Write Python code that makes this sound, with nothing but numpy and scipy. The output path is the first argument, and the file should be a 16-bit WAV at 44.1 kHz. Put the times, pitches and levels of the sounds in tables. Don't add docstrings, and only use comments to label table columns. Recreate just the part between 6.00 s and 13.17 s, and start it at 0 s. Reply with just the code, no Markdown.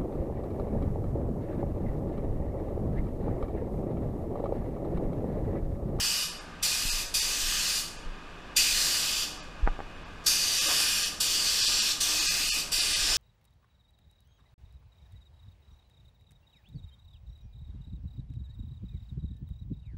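import sys
import numpy as np
from scipy import signal
from scipy.fft import rfft, irfft, next_fast_len
from scipy.io import wavfile
from scipy.ndimage import uniform_filter1d, map_coordinates

SR = 44100
rng = np.random.default_rng(int(sys.argv[2]) if len(sys.argv) > 2 else 0)


def boost(x):
    u = np.asarray(x, float) / 20
    return 10 ** u


def generate_wav(signal):
    frames = np.transpose(np.atleast_2d(signal))
    scaled = np.clip(frames, -1, 1) * 32767
    pcm = np.round(scaled).astype(np.int16)
    wavfile.write(sys.argv[1], SR, pcm)


N = 316197


def set_level(x, db):
    return x * boost(db) / np.sqrt(np.mean(x ** 2))


def colour(x, gain):
    size = next_fast_len(len(x))
    hz = np.maximum(np.arange(size // 2 + 1) * SR / size, 1)
    return irfft(rfft(x, size) * gain(hz), size)[:len(x)]


def curve(table):
    hz, db = np.transpose(table)
    return lambda f: boost(np.interp(np.log(f), np.log(hz), db))


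def wander(rate):
    k = int(SR / rate)
    held = np.repeat(rng.standard_normal(N // k + 1), k)
    return uniform_filter1d(uniform_filter1d(held, k), k)[:N]


def eddies(table, flicker_db, rate):
    noise = colour(rng.standard_normal(N), curve(table))
    f, s, cells = signal.stft(noise, SR, nperseg=512)
    held_s = np.arange(int(N / SR * 40) + 2) / rate
    chance = rng.standard_normal((len(held_s), 32))
    band = 2 * np.log2(np.maximum(f, 1))
    where = np.meshgrid(np.interp(s, held_s, np.arange(len(held_s))), band)
    flicker = 0.63 * map_coordinates(chance, where, order=1)
    return set_level(signal.istft(cells * boost(flicker_db * flicker), SR, nperseg=512)[1][:N], 0)


def patches(x, depth_db, rate):
    f, s, cells = signal.stft(x, SR, nperseg=512)
    chance = rng.standard_normal((40, 64))
    where = np.meshgrid(np.clip(s * rate, 0, 39), f / 420)
    field = 1.73 * map_coordinates(chance, where, order=1)
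    return signal.istft(cells * boost(depth_db * field), SR, nperseg=512)[1][:N]


def ring(hz, t60, length):
    t = np.arange(int(length * SR)) / SR
    return np.sin(2 * np.pi * hz * t) * 1000. ** (-t / t60)


def burst(start, stop, db, gain):
    size = int((stop - start) * SR)
    return set_level(colour(rng.standard_normal(size), gain), db) * np.hanning(size)


def add(out, s, x):
    i = int(s * SR)
    out[i:i + len(x)] += x[:N - i]


def swells(t, events):
    return sum(db * np.exp(-((t - s) / length) ** 2) for s, db, length in events)


# pitch_hz, level_db (per Hz)
FAN_RUSH = [(40, 3.5), (70, -4), (128, -9), (200, -6), (400, -9.5), (1200, -12), (1700, -11), (1950, -19),
            (2500, -14.5), (3700, -21), (4100, -24), (6500, -31.5), (12000, -47), (15500, -52)]
# pitch_hz, width_hz, level_db
FAN_HUM = [(163.4, 20, -59.5), (305, 9, -64), (97.9, 26, -63.5)]
HUM_TREND = [-0.64, 1.95, 1]


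def fan():
    out = set_level(eddies(FAN_RUSH, flicker_db=0.67, rate=6), -45.5)
    t = (np.arange(N) - N / 2) / SR
    for (hz, width, db), trend_db in zip(FAN_HUM, HUM_TREND):
        line = colour(rng.standard_normal(N), lambda f: 1 / (1 + (2 * (f - hz) / width) ** 2))
        out += set_level(line, db) * boost(trend_db * t)
    return out


# time_s, rise_db, length_s
STEPS = [
    (1.5, 8.5, 1),
    (3.9, 6, .4),
    (5.5, 5.5, .25),
    (6.9, 7, 0.22),
    (7.2, 17, 0.18),
]


def sway(t):
    rumble_curve = curve([(10, -25), (20, 3.5), (35, -0.5), (60, -19.5), (100, -14), (200, -86)])
    rumble = set_level(colour(rng.standard_normal(N), rumble_curve), 0)
    return rumble * boost(-53.5 + 2.5 * wander(1.3) + swells(t, STEPS))


# time_s, peak_db, sign_and_size, pitch_hz, t60_s
JOLTS = [
    (0.853, -29, -1.5, 22.6, 0.44),
    (.925, -27, -1.5, 23.8, 0.29),
    (1.427, -26.5, -1.15, 24.6, 0.26),
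    (2.056, -24, -0.95, 25.6, 0.24),
    (2.719, -35, -1.4, 27, 0.28),
    (3.628, -10, 0.94, 39, 0.17),
    (3.659, -6.5, 0.43, 23.2, 0.21),
    (3.85, -40, -1, 28, 0.24),
]


def jolts():
    out = np.zeros(N)
    for s, db, sign, hz, t60 in JOLTS:
        jolt = ring(hz, t60, .5)
        build_up = 1 - np.exp(-np.arange(len(jolt)) / SR / 0.0096)
        add(out, s, sign * boost(db + 2.5) * jolt * build_up)
    return out


# time_s, peak_db, contact_samples
KNOCKS = [
    (3.675, -12, 15),
    (3.7907, -21.5, 40),
    (3.8037, -22.5, 17),
    (.851, -13, 190),
]
# pitch_hz, level_db, t60_s
SHELL = [(470, -13.5, 0.074), (810, 5.5, 0.033), (1170, -2.5, 0.034), (1490, -8, 0.029), (1860, -14, .012),
         (2440, -26, 0.014)]
# start_s, stop_s, level_db
RATTLE = (3.656, 3.70, -36)


def taps():
    out = np.zeros(N)
    buzz_curve = curve([(250, -23), (500, -9), (900, 4), (2000, -8.5), (3000, -53)])
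    add(out, RATTLE[0], burst(*RATTLE, buzz_curve))
    push = np.hanning(26)
    for s, db, contact in KNOCKS:
        skin = np.hanning(int(contact))
        tap = sum(boost(g - 15.5) * ring(hz * (1 + 0.011 * rng.standard_normal()), t60, .08)
                  for hz, g, t60 in SHELL)
        tap[:len(push)] += push
        add(out, s, boost(db) * np.convolve(tap, skin / skin.sum()))
    return out


# pitch_hz, t60_s
BOOTH_T60 = [(500, 0.83), (2000, 0.56), (5000, 0.57), (9000, 0.53), (15000, 0.27)]


def booth(x):
    f, s, cells = signal.stft(x, SR, nperseg=256)
    keep = 1e6 ** (-s[1] / np.interp(f, *np.transpose(BOOTH_T60)))
    power = np.abs(cells) ** 2
    power[:, 0] /= 1 - keep
    stored = np.array([signal.lfilter([1 - k], [1, -k], row) for k, row in zip(keep, power)])
    noise = signal.stft(rng.standard_normal(N), SR, nperseg=256)[2]
    gain = np.sqrt(stored / np.mean(np.abs(noise) ** 2))
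    tail = signal.istft(noise * gain, SR, nperseg=256)[1][:N]
    lag = int(.01 * SR)
    return boost(-3) * np.concatenate([tail[lag:0:-1], tail])[:N]


# start_s, stop_s, pitch_hz, level_db
WHISTLE = (3.24, 3.46, 760, -56)
# start_s, stop_s, level_db
LEAK = (4.232, 4.272, -48)


def small_air():
    out = np.zeros(N)
    start, stop, hz, db = WHISTLE
    add(out, start, burst(start, stop, db, lambda f: 1 / (1 + ((f - hz) / 15) ** 2)))
    add(out, LEAK[0], burst(*LEAK, curve(JET)))
    return out


# open_s, release_s, surge_db
PULLS = [
    (-.3, 0.246, 0),
    (0.625, 1.018, 9.5),
    (1.139, 1.805, 8),
    (2.563, 3.235, 12.5),
    (4.261, 5.073, 11.5),
    (5.201, 5.921, 8),
    (6.002, 6.608, 5.5),
    (6.716, 7.5, 5.5),
]


def stroke(t):
    opens, stops = np.transpose(PULLS)[:2]
    k = np.maximum(np.searchsorted(opens, t) - 1, 0)
    return np.maximum(t - opens[k], 0), np.maximum(stops[k] - t, 0)


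def valve(t):
    open_s, shut_s, surge_s = 0.0026, 0.017, 0.028
    seep_db, seep_s = -22, 0.0036
    flow = np.zeros(N)
    for start, stop, surge_db in PULLS:
        since = np.maximum(t - start, 0)
        opened = (1 - np.exp(-since / open_s)) ** 2 * np.exp(-np.maximum(t - stop, 0) / shut_s)
        opened += boost(seep_db) * np.exp(-np.abs(t - start) / seep_s)
        flow += opened * boost(surge_db * np.exp(-since / surge_s))
    return flow


# pitch_hz, level_db (per Hz)
JET = [(530, -59), (900, -31), (1200, -24.5), (1300, -21), (1630, -15.5), (2250, -16.5), (2510, -7.5),
       (3940, -8), (4770, -3), (13300, -21.5), (15500, -25.5)]
# time_s, jet_level_db, turn_db (air cap turned toward the microphone)
WRIST = [(0, -29, 4), (.2, -30.5, 2), (.75, -29.5, 0), (1, -31, 2.5), (1.3, -30, 2), (1.62, -28, 0),
         (1.8, -30.5, 3.5), (2.65, -26.5, 1), (2.85, -28, 4), (3.15, -29.5, 0), (4.45, -28, 1),
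         (4.78, -26, 3.5), (5.05, -29.5, 1.5), (5.36, -27.5, 0), (5.68, -27, -2), (6.24, -26.5, -1),
         (6.6, -29, 1.5), (7, -27.5, -2.5)]


def jet_hiss(t):
    since, _ = stroke(t)
    s, _, turn_db = np.transpose(WRIST)
    turn_db = np.interp(t, s, turn_db)
    jet = patches(eddies(JET, flicker_db=1.0, rate=33), depth_db=1.3, rate=3.5)
    jet = jet * boost(0.61 * wander(150))
    top = colour(jet, lambda f: 1 / (1 + (8500 / f) ** 8))
    body = colour(jet, lambda f: 1 / (1 + ((f - 2500) / 800) ** 4))
    fresh = np.exp(-since / 0.047)
    top_gain = boost(turn_db + 4.5 * fresh)
    body_gain = boost(0.2 * turn_db - 5 * fresh)
    return jet - top - body + top * top_gain + body * body_gain


# pitch_hz, level_db (per Hz)
PANEL = [(150, -31), (300, 2), (700, 4), (1500, 2.5), (2500, -2.5), (4000, -15)]
# time_s, roar_rise_db, length_s
HOLLOWS = [
    (.02, 4, .08),
    (1.3, 4.5, 0.077),
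    (2.894, 6.5, 0.11),
    (4.694, 15, 0.043),
    (5.38, 3, .1),
    (5.774, 4, .08),
    (6.13, 3.5, 0.081),
    (6.38, 1.5, 0.12),
    (7.12, 12.5, 0.05),
]


def panel_roar(t):
    return eddies(PANEL, flicker_db=4.0, rate=15) * boost(-22 + swells(t, HOLLOWS))


def gun(t):
    s, jet_db, _ = np.transpose(WRIST)
    _, left = stroke(t)
    ease_db = -np.exp(-left / 0.1)
    jet_db = np.interp(t, s, jet_db) + ease_db
    flow = valve(t)
    spray = jet_hiss(t) * flow + panel_roar(t) * np.minimum(flow, 1.2)
    return spray * boost(jet_db - 2.0)


def bounce(x, t):
    near_ms, far_ms = .35, .8
    since, left = stroke(t)
    progress = since / (since + left + 1e-9)
    lag_ms = near_ms + (far_ms - near_ms) * progress + 0.071 * wander(3.7)
    lag = lag_ms * SR / 1000
    return x + .18 * map_coordinates(x, [np.arange(N) - lag], order=3, mode="nearest")


# pitch_hz, width_hz, change_db (boost or notch)
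HOUSING = [(1197.6, 110, 7), (1345, 49, -7), (1605, 76, 2), (2306, 95, -10), (2437, 356, 4),
           (2770, 100, -9.5), (2848, 204, 6), (3133, 190, -3), (3545, 54, 5), (3990, 140, -3.5),
           (4800, 300, 0), (4730, 79, 5), (3496, 86, -2), (5260, 220, -2), (5510, 290, 2), (5750, 180, -1),
           (6710, 240, -4), (7180, 870, 2.5), (8230, 180, -2.5), (9100, 420, 1.5), (10130, 160, -7.5),
           (10800, 410, 1)]


def housing(f):
    return boost(sum(db / (1 + (2 * (f - hz) / width) ** 2) for hz, width, db in HOUSING))


def scene():
    t = np.arange(N) / SR
    spray = gun(t)
    air = bounce(spray, t) + booth(spray) + fan() + small_air()
    mono = colour(air, housing) + sway(t) + jolts() + taps()
    return np.array([mono, mono])


HOP = 1024
# time_s, step_db (above the local level)
THINNED = [(.262, 7), (.307, 8), (.400, 8), (.910, 9), (1.074, 9), (1.213, 9), (1.978, 9), (3.394, 8),
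           (3.417, 8), (3.672, 4), (4.045, 7), (4.602, 9), (4.671, 9), (5.043, 7), (5.624, 7), (5.670, 8),
           (5.810, 8), (6.204, 8), (6.274, 9), (6.297, 9), (6.458, 7), (6.506, 10), (6.529, 10), (6.763, 7),
           (6.809, 8), (6.947, 7.5)]


def thin_out(x):
    grid = 190
    n = np.arange(2 * HOP)
    window = signal.windows.kaiser_bessel_derived(2 * HOP, 4 * np.pi)
    basis = np.cos(np.pi / HOP * np.outer(np.arange(HOP) + .5, n + .5 + HOP / 2)) * window
    out = x.copy()
    for s, step_db in THINNED:
        start = grid + HOP * (round((s * SR - grid) / HOP) - 1)
        lines = basis @ x[start:start + 2 * HOP]
        local = np.sqrt(uniform_filter1d(lines ** 2, size=40))
        step = boost(step_db - .5) * local ** .58 * np.percentile(local, 85) ** .42
        error = lines - step * np.round(lines / step)
        error[:5] = 0
        out[start:start + 2 * HOP] -= 2 / HOP * .96 * error @ basis
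    return out


def hush(x):
    f, s, cells = signal.stft(x, SR, nperseg=2 * HOP)
    faint = uniform_filter1d(np.abs(cells), size=5, axis=0) < boost(-113)
    faint = faint & (f[:, None] > 12700)
    return signal.istft(np.where(faint, 0, cells), SR, nperseg=2 * HOP)[1][:N]


# time_s, low_hz, high_hz
SWAPPED = [(.083, 4100, 6500), (.083, 9600, 12000), (.966, 7500, 10500), (.966, 12400, 14000),
           (1.546, 10300, 12000), (3.032, 11700, 13200), (3.96, 5700, 7700), (3.96, 11000, 12500),
           (5.285, 7500, 9100), (5.285, 11000, 14600), (5.40, 11000, 12600), (6.399, 4100, 5300),
           (7.119, 5700, 7000)]


def swap(mono):
    out = np.array([mono, mono])
    fade = np.hanning(2 * HOP)
    for s, low_hz, high_hz in SWAPPED:
        part = slice(int(s * SR) - HOP, int(s * SR) + HOP)
        inside = lambda f: 1. * (f > low_hz) * (f < high_hz)
        band = colour(mono[part], inside)
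        side = colour(rng.standard_normal(2 * HOP), inside)
        side = side * band.std() / side.std()
        out[:, part] += fade * (np.outer([.7, -.7], side) - .3 * band)
    return out


def low_pass(x):
    return signal.sosfilt(signal.butter(12, 16030, fs=SR, output="sos"), x)


def record(dry):
    top_hz = 15250
    mono = colour(dry[0], lambda f: np.clip((top_hz + 150 - f) / 300, 1e-3, 1) ** 2)
    mix = swap(hush(thin_out(mono)))
    return low_pass(mix)


dry = scene()
out = record(dry)
generate_wav(out)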